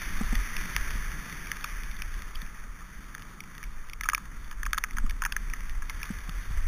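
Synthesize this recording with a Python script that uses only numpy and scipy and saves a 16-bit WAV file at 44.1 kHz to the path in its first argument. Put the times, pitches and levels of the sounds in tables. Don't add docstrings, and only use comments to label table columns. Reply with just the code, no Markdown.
import sys
import numpy as np
from scipy import signal
from scipy.fft import rfft, irfft, next_fast_len
from scipy.io import wavfile
from scipy.ndimage import uniform_filter1d

SR = 44100
rng = np.random.default_rng(int(sys.argv[2]) if len(sys.argv) > 2 else 0)


def volts_from_decibels(level):
    exponent = np.asarray(level, float) / 20
    return 10 ** exponent


def unload_wav(signal):
    wavfile.write(
        sys.argv[1],
        SR,
        np.round(np.clip(np.atleast_2d(signal).T, -1, 1) * 32767).astype(np.int16),
    )


N = 294147


def level(x, rms_db):
    return x * volts_from_decibels(rms_db) / np.sqrt(np.mean(x ** 2))


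def peak(x, peak_db):
    return x * volts_from_decibels(peak_db) / np.abs(x).max()


def curves(table):
    s, *columns = np.transpose(table)
    return [np.interp(np.arange(N) / SR, s, c) for c in columns]


def colour(x, points):
    size = next_fast_len(N)
    hz, db = np.transpose(points)
    log_hz = np.log(np.arange(1, size // 2 + 2) * SR / size)
    gain = volts_from_decibels(np.interp(log_hz, np.log(hz), db))
    return irfft(rfft(x, size) * gain, size)[:N]


def walk(rate_hz):
    hold = int(SR / rate_hz)
    held = np.repeat(rng.standard_normal(N // hold + 1), hold)
    return 1.25 * uniform_filter1d(uniform_filter1d(held, hold), hold)[:N]


def ring(modes, t):
    return sum(volts_from_decibels(db - 60 * t / t60_s) * np.sin(2 * np.pi * hz * t) for hz, db, t60_s in modes)


def add(out, s, x):
    i = int(s * SR)
    out[i:i + len(x)] += x[:N - i]


def droplets(rate_hz, spread_db, share):
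    sizes = volts_from_decibels(spread_db * np.minimum(rng.exponential(size=N), 3.5))
    impacts = (rng.random(N) < rate_hz / SR) * sizes
    bursts = signal.fftconvolve(impacts, np.exp(-np.arange(400) / (0.0075 * SR)))[:N]
    return rng.standard_normal(N) * np.sqrt(1.5 + share * level(bursts, 0) ** 2)


def follow(water_db, pace_db, base_db, per_water, per_pace):
    return base_db + per_water * (water_db + 50) + per_pace * (pace_db + 52)


def spray(water_db, pace_db):
    # f/Hz, density/dB
    body_points = [(820, -43.5), (1400, -14), (1580, -1), (1710, 2), (1840, 0), (1990, 1), (2090, -1.5),
                   (2430, -4.5), (2700, -14.5), (3510, -18), (5940, -120)]
    # f/Hz, density/dB
    hollow_points = [(240, -18.5), (400, -10.5), (454, -13.5), (496, -12.5), (520, -15), (746, -16),
                     (864, -11), (1050, -6.5), (1220, -1), (1400, -4), (1820, -24.5), (3080, -120)]
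    fine_points = [(2300, -14), (2700, -9.5), (3300, -3), (3800, 3.5), (4300, -8.5), (4800, -62)]
    hollow_db = follow(water_db, pace_db, base_db=-53, per_water=0.43, per_pace=0.33)
    fine_db = follow(water_db, pace_db, base_db=-60, per_water=0.78, per_pace=0.61)

    wet = droplets(rate_hz=200, spread_db=7.5, share=0.18)
    body = level(colour(wet, body_points), 0) * volts_from_decibels(water_db + 1.2 * walk(14))
    hollow = level(colour(wet, hollow_points), 0) * volts_from_decibels(hollow_db + 0.55 * walk(12))
    fine = colour(wet + 0.87 * rng.standard_normal(N), fine_points)
    return body + hollow + level(fine, 0) * volts_from_decibels(fine_db + 1.8 * walk(18))


def rumble(pace_db):
    # f/Hz, density/dB
    frame_points = [(41, -37), (70, -18), (86, -3), (140, 1), (209, -0.5), (270, -7), (360, -12.5),
                    (500, -35), (650, -44), (1100, -120)]
    shaking = colour(droplets(rate_hz=52, spread_db=6.5, share=0.36), frame_points)
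    return level(shaking, 0) * volts_from_decibels(pace_db + 1.6 * walk(10))


def gusts():
    # mid t/s, push/dB, half length/s, flutter/dB
    gust_table = [(0.085, -34.5, .09, -45), (0.253, -29.5, 0.086, -35), (0.357, -23.5, 0.057, -35),
                  (0.575, -30, 0.054, -56), (0.802, -32.5, 0.067, -37), (0.955, -28, 0.069, -38.5),
                  (1.115, -32, 0.069, -46), (1.586, -37.5, 0.2, -60), (1.93, -34, 0.16, -54),
                  (2.16, -37, 0.1, -43), (2.384, -27.5, 0.064, -56), (2.657, -38.5, 0.082, -51),
                  (2.98, -44, 0.057, -48), (3.152, -43, 0.026, -57), (3.738, -32.5, 0.089, -49),
                  (4.058, -42, 0.11, -48), (4.365, -38.5, 0.084, -45.5), (4.657, -32, 0.12, -52),
                  (5.03, -26, 0.072, -37), (5.217, -32.5, 0.092, -47), (5.494, -30.5, 0.11, -53),
                  (5.774, -28, 0.078, -43), (5.966, -36, 0.044, -40.5), (6.168, -43, 0.074, -41),
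                  (6.33, -29, 0.056, -42.5), (6.608, -25, 0.091, -32)]
    lull_db, lull_flutter_db = -45.5, -54
    t = np.arange(N) / SR
    push, flap = volts_from_decibels(lull_db) ** 2, volts_from_decibels(lull_flutter_db) ** 2
    for s, push_db, half_s, flutter_db in gust_table:
        bell = np.exp(-((t - s) / half_s) ** 2)
        push = push + volts_from_decibels(push_db) ** 2 * bell
        flap = flap + volts_from_decibels(flutter_db) ** 2 * bell
    return np.sqrt(push), np.sqrt(flap)


def wind():
    # t/s, peak/dB, half length/s
    eddies = [
        (0.338, -21, 0.0087),
        (5.049, -18, 0.0096),
        (5.795, -28, 0.014),
        (6.583, -19.5, 0.0069),
    ]
    push, flap = gusts()
    swell_points = [(7, -26), (13, 5.5), (20, -2.5), (30, 1.5), (40, -0.5), (52, -17.5), (70, -45)]
    swell = level(colour(rng.standard_normal(N), swell_points), 0)
    envelope = np.abs(signal.hilbert(swell, next_fast_len(N))[:N])
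    swell = level(swell / (0.5 + envelope) ** 0.24, 0)
    swell = colour(swell + 0.18 * swell ** 2, [(5, -40), (11, 2), (60, 0), (120, -11)])
    flutter_points = [(35, -1.5), (50, -1), (70, -11.5), (95, -11.5), (130, -69)]
    flutter = colour(rng.standard_normal(N), flutter_points)
    out = level(swell, 0) * push * volts_from_decibels(-0.3) + level(flutter, 0) * flap * volts_from_decibels(3.5)

    t = np.arange(N) / SR
    for s, peak_db, half_s in eddies:
        u = ((t - s) / half_s) ** 2
        out = out + volts_from_decibels(peak_db) * (1 - u) * np.exp(-u / 2)
    return out


def knocks():
    # t/s, peak/dB, f/Hz, upper modes/dB re low mode, direction/sign
    bumps = [
        (0.21, -17, 215, -13, 1),
        (.327, -19, 227, -14, -1),
        (4.974, -36, 205, -25, 1),
        (5.04, -27.5, 227, -32, 1),
        (6.104, -19, 200, -23, -1),
        (6.288, -26.5, 161, -15, -1),
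        (6.506, -26, 120, -23, 1),
    ]
    out, t = np.zeros(N), np.arange(6000) / SR
    push = 1 - np.exp(-t / 0.0017)
    for s, db, hz, upper_db, direction in bumps:
        modes = [(hz, db, 0.048), (410, db + upper_db - 1.5, 0.03),
                 (780, db + upper_db - 0.5, 0.03), (1230, db + upper_db, 0.035)]
        add(out, s, direction * ring(modes, t) * push)
    return out


def hits():
    # t/s, peak/dB, ring f/Hz, length/ms
    grit_hits = [(0.353, -26.5, 1930, 4.8), (.567, -26, 2420, 1.4), (.907, -28.5, 1660, 1.6),
                 (1.5678, -33.5, 1670, 4.4), (1.609, -37, 1600, 5.2), (1.6418, -24, 2390, 3.7),
                 (1.835, -34.5, 2230, 1.4), (1.912, -36.5, 2270, 6.5), (2.0203, -25, 2450, 2.7),
                 (2.14, -37.5, 1690, 4.7), (2.1903, -37.5, 1640, 2.7), (2.221, -32.5, 2070, 1.2),
                 (2.3495, -40.5, 3300, 8.1), (2.356, -32.5, 3200, 2.5), (2.4179, -32.5, 1780, 2.6),
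                 (3.222, -35.5, 1760, 1.7), (3.5512, -39, 1610, 2.2), (3.58, -34, 1850, 3.1),
                 (3.8976, -35.5, 2100, 2.7), (3.9336, -33, 2300, 2.8), (4.444, -48.5, 3400, 6.2),
                 (4.783, -19, 1820, 1.4), (5.096, -30, 2275, 4.5), (5.108, -31.5, 1770, 4.5),
                 (5.3222, -22, 1640, 4.2), (5.6952, -34.5, 1940, 2.7), (5.8966, -24.5, 2176, 4.4),
                 (6.055, -36.5, 1640, 4.8), (6.186, -35.5, 1660, 4.6), (6.294, -32, 1310, 2.7)]
    clod_hits = [(.307, -39, 1760, 3.4), (0.612, -30, 1730, 2.2), (0.7645, -12.5, 1950, 0.81),
                 (1.1178, -24.5, 1700, 1.5), (1.2975, -31, 1960, 2.8), (1.325, -32, 2120, 3),
                 (1.4698, -31.5, 2330, 4.7), (1.5165, -19, 1845, 1.9), (3.1496, -27.5, 1760, 2.1),
                 (3.4047, -29, 2280, 2.5), (3.438, -38.5, 2380, 1.9), (3.6292, -30, 1770, 2.2),
                 (3.638, -32, 2280, 4.6), (4.0099, -19.5, 2120, 2.1), (4.0345, -24, 1720, 5.3),
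                 (4.0414, -30, 2320, 4.9), (4.098, -19.5, 2090, 2.1), (4.148, -13, 2410, 1.95),
                 (4.254, -41.5, 1860, 7.), (4.654, -32.5, 2400, 3.), (4.732, -13, 1550, 1.76),
                 (5.0635, -34, 1230, 3.6), (5.499, -34, 2410, 2.9), (5.606, -33, 2050, 2.8),
                 (6.031, -21, 2430, 1.9), (6.041, -33, 1230, 1), (1.966, -39, 3500, 3.),
                 (2.464, -40, 2390, 1.8), (4.708, -40, 2000, 2.7), (4.933, -44, 3500, 4.)]
    mud_hits = [(1.6442, -23.5, 1290, 2.8), (3.181, -34.5, 1750, 1.9), (4.0595, -38, 1140, 3.4),
                (4.0882, -11, 1590, 2.7), (4.2584, -41, 1120, 4.), (4.6314, -21.5, 1730, 2.5),
                (4.6634, -20, 1660, 3.2), (4.666, -25.5, 1200, 3.4), (4.7447, -24, 1630, 3.2),
                (4.8389, -12, 1980, 1.54), (4.8441, -25.5, 1620, 3.4), (4.9087, -30.5, 2030, 2.5),
                (4.971, -35, 1140, 3.4), (4.984, -20, 1460, 2.6), (5.2255, -30, 1060, 5.),
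                (5.237, -22, 1630, 3.1), (5.365, -16.5, 1770, 2.2), (5.5359, -22, 1900, 2.6),
                (6.015, -34, 1780, 6.8), (6.092, -33, 1580, 3.5)]
    splat_hits = [(2.8144, -43.5, 1220, 12.), (4.054, -31, 1270, 13.4), (4.118, -34.5, 1260, 5),
                  (4.1325, -21, 1224, 4.2), (4.1784, -28, 1200, 2.7), (4.5115, -28, 1250, 3),
                  (4.7717, -36, 1730, 1.5), (4.7781, -21.5, 1160, 2.9), (4.9684, -28.5, 1840, 4.4),
                  (5.2198, -20.5, 1560, 3.7), (5.2515, -19.5, 1790, 3.2), (5.26, -22, 1500, 3.5),
                  (5.8206, -34.5, 1230, 5.6), (5.825, -38, 1150, 3.7), (5.904, -31, 1060, 2),
                  (4.5267, -37, 1450, 2.6), (4.361, -44, 1200, 13)]
    # crack/dB re lump, shell ring/dB re lump
    kinds = [
        (-3, -10),
        (-11.5, -9.5),
        (-34, -9.5),
        (-32, 0.9),
    ]
    rows = []
    for table, kind in zip((grit_hits, clod_hits, mud_hits, splat_hits), kinds):
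        rows += [row + kind for row in table]

    specks, length_ms = 24, 4.5
    for s in rng.random(specks) * N / SR:
        peak_db = -48 + 2 * rng.standard_normal()
        hz = 1700 * np.exp(0.17 * rng.standard_normal())
        rows.append((s, peak_db, hz, length_ms) + kinds[0])
    return rows


def ticks():
    # f/Hz, level/dB, t60/s
    shell_modes = [(1270, 8.5, 0.022), (1060, -8, 0.014), (1660, 6, 0.026), (2170, -3, 0.017)]
    # f/Hz, level/dB, t60/s
    crack_modes = [(2860, 22.5, 0.0033), (3500, 21.5, 0.0051)]
    out, t = np.zeros(N), np.arange(1500) / SR
    crack_ring, shell_ring = ring(crack_modes, t), ring(shell_modes, t)
    for s, db, hz, length_ms, crack_db, shell_db in hits():
        grain = rng.standard_normal(len(t))
        u = t / (length_ms / 3270)
        press = u * np.exp(-u)
        turns = np.cumsum(hz * (0.97 + 0.13 * np.exp(-u))) / SR
        rough = 1 + 0.9436 * uniform_filter1d(grain, size=12)
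        spot = press * rough * np.sin(2 * np.pi * turns)
        crack = np.convolve((u * np.exp(-1.6 * u) * grain)[:500], crack_ring)
        shell = np.convolve((press * grain[::-1])[:500], shell_ring)
        add(out, s - 0.0002, peak(spot, db + 1))
        add(out, s - 0.0003, peak(crack, db + crack_db + 4.5) + peak(shell, db + shell_db + 0.5))

    stiff = signal.butter(6, 920, "high", fs=SR, output="sos")
    leak = colour(np.abs(out), [(120, -30), (260, 0.5), (600, -1.5), (900, -30)])
    return signal.sosfilt(stiff, out) + volts_from_decibels(-24) * leak


def scene():
    # t/s, water under the tyres as spray/dB, pace as frame rumble/dB
    ride = [(0.0, -42.5, -47.5), (0.35, -41.5, -48.5), (0.89, -43, -49.5), (1.33, -46.5, -50.5),
            (1.56, -46, -51), (2.0, -48, -55), (2.45, -52, -54), (2.8, -55.5, -57), (3.33, -54.5, -52),
            (3.6, -55.5, -56.5), (4.0, -57, -56), (4.25, -58, -53), (4.67, -55.5, -55), (5.11, -56, -54),
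            (5.56, -51, -55.5), (5.78, -56, -52.5), (6.0, -49.5, -54), (6.67, -49.5, -53)]
    water_db, pace_db = curves(ride)
    mix = spray(water_db, pace_db) + rumble(pace_db) + wind() + knocks() + ticks()
    return mix[None]


def stepped(x):
    kept_hz, held = 8000, 6
    guarded = colour(x, [(3680, 0), (3800, -8), (3900, -7), (4000, -9), (4200, -25)])
    kept = signal.resample_poly(guarded, kept_hz // 100, SR // 100, window=("kaiser", 6.0))
    return signal.resample_poly(np.repeat(kept, held), SR // 300, kept_hz * held // 300)[:N]


def low_pass(x):
    return signal.sosfilt(signal.butter(12, 16170, fs=SR, output="sos"), x)


def record(dry):
    steps = stepped(dry[0])
    bright = colour(steps, [(5000, 0), (11000, 1), (15100, 0.4), (15350, -38)])
    top = colour(steps, [(15100, -50), (15350, 0), (16400, -1), (16800, -50)])
    treble = colour(steps, [(8800, -50), (9000, 0), (11000, 0), (11500, -50)]) ** 2
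    sharp = uniform_filter1d(treble, size=120) / uniform_filter1d(treble, size=6000)
    gate = np.clip(sharp / 3 - 1, 0, 1)
    mix = bright + volts_from_decibels(-12) * gate * top
    return low_pass(mix[None])


dry = scene()
out = record(dry)
unload_wav(out)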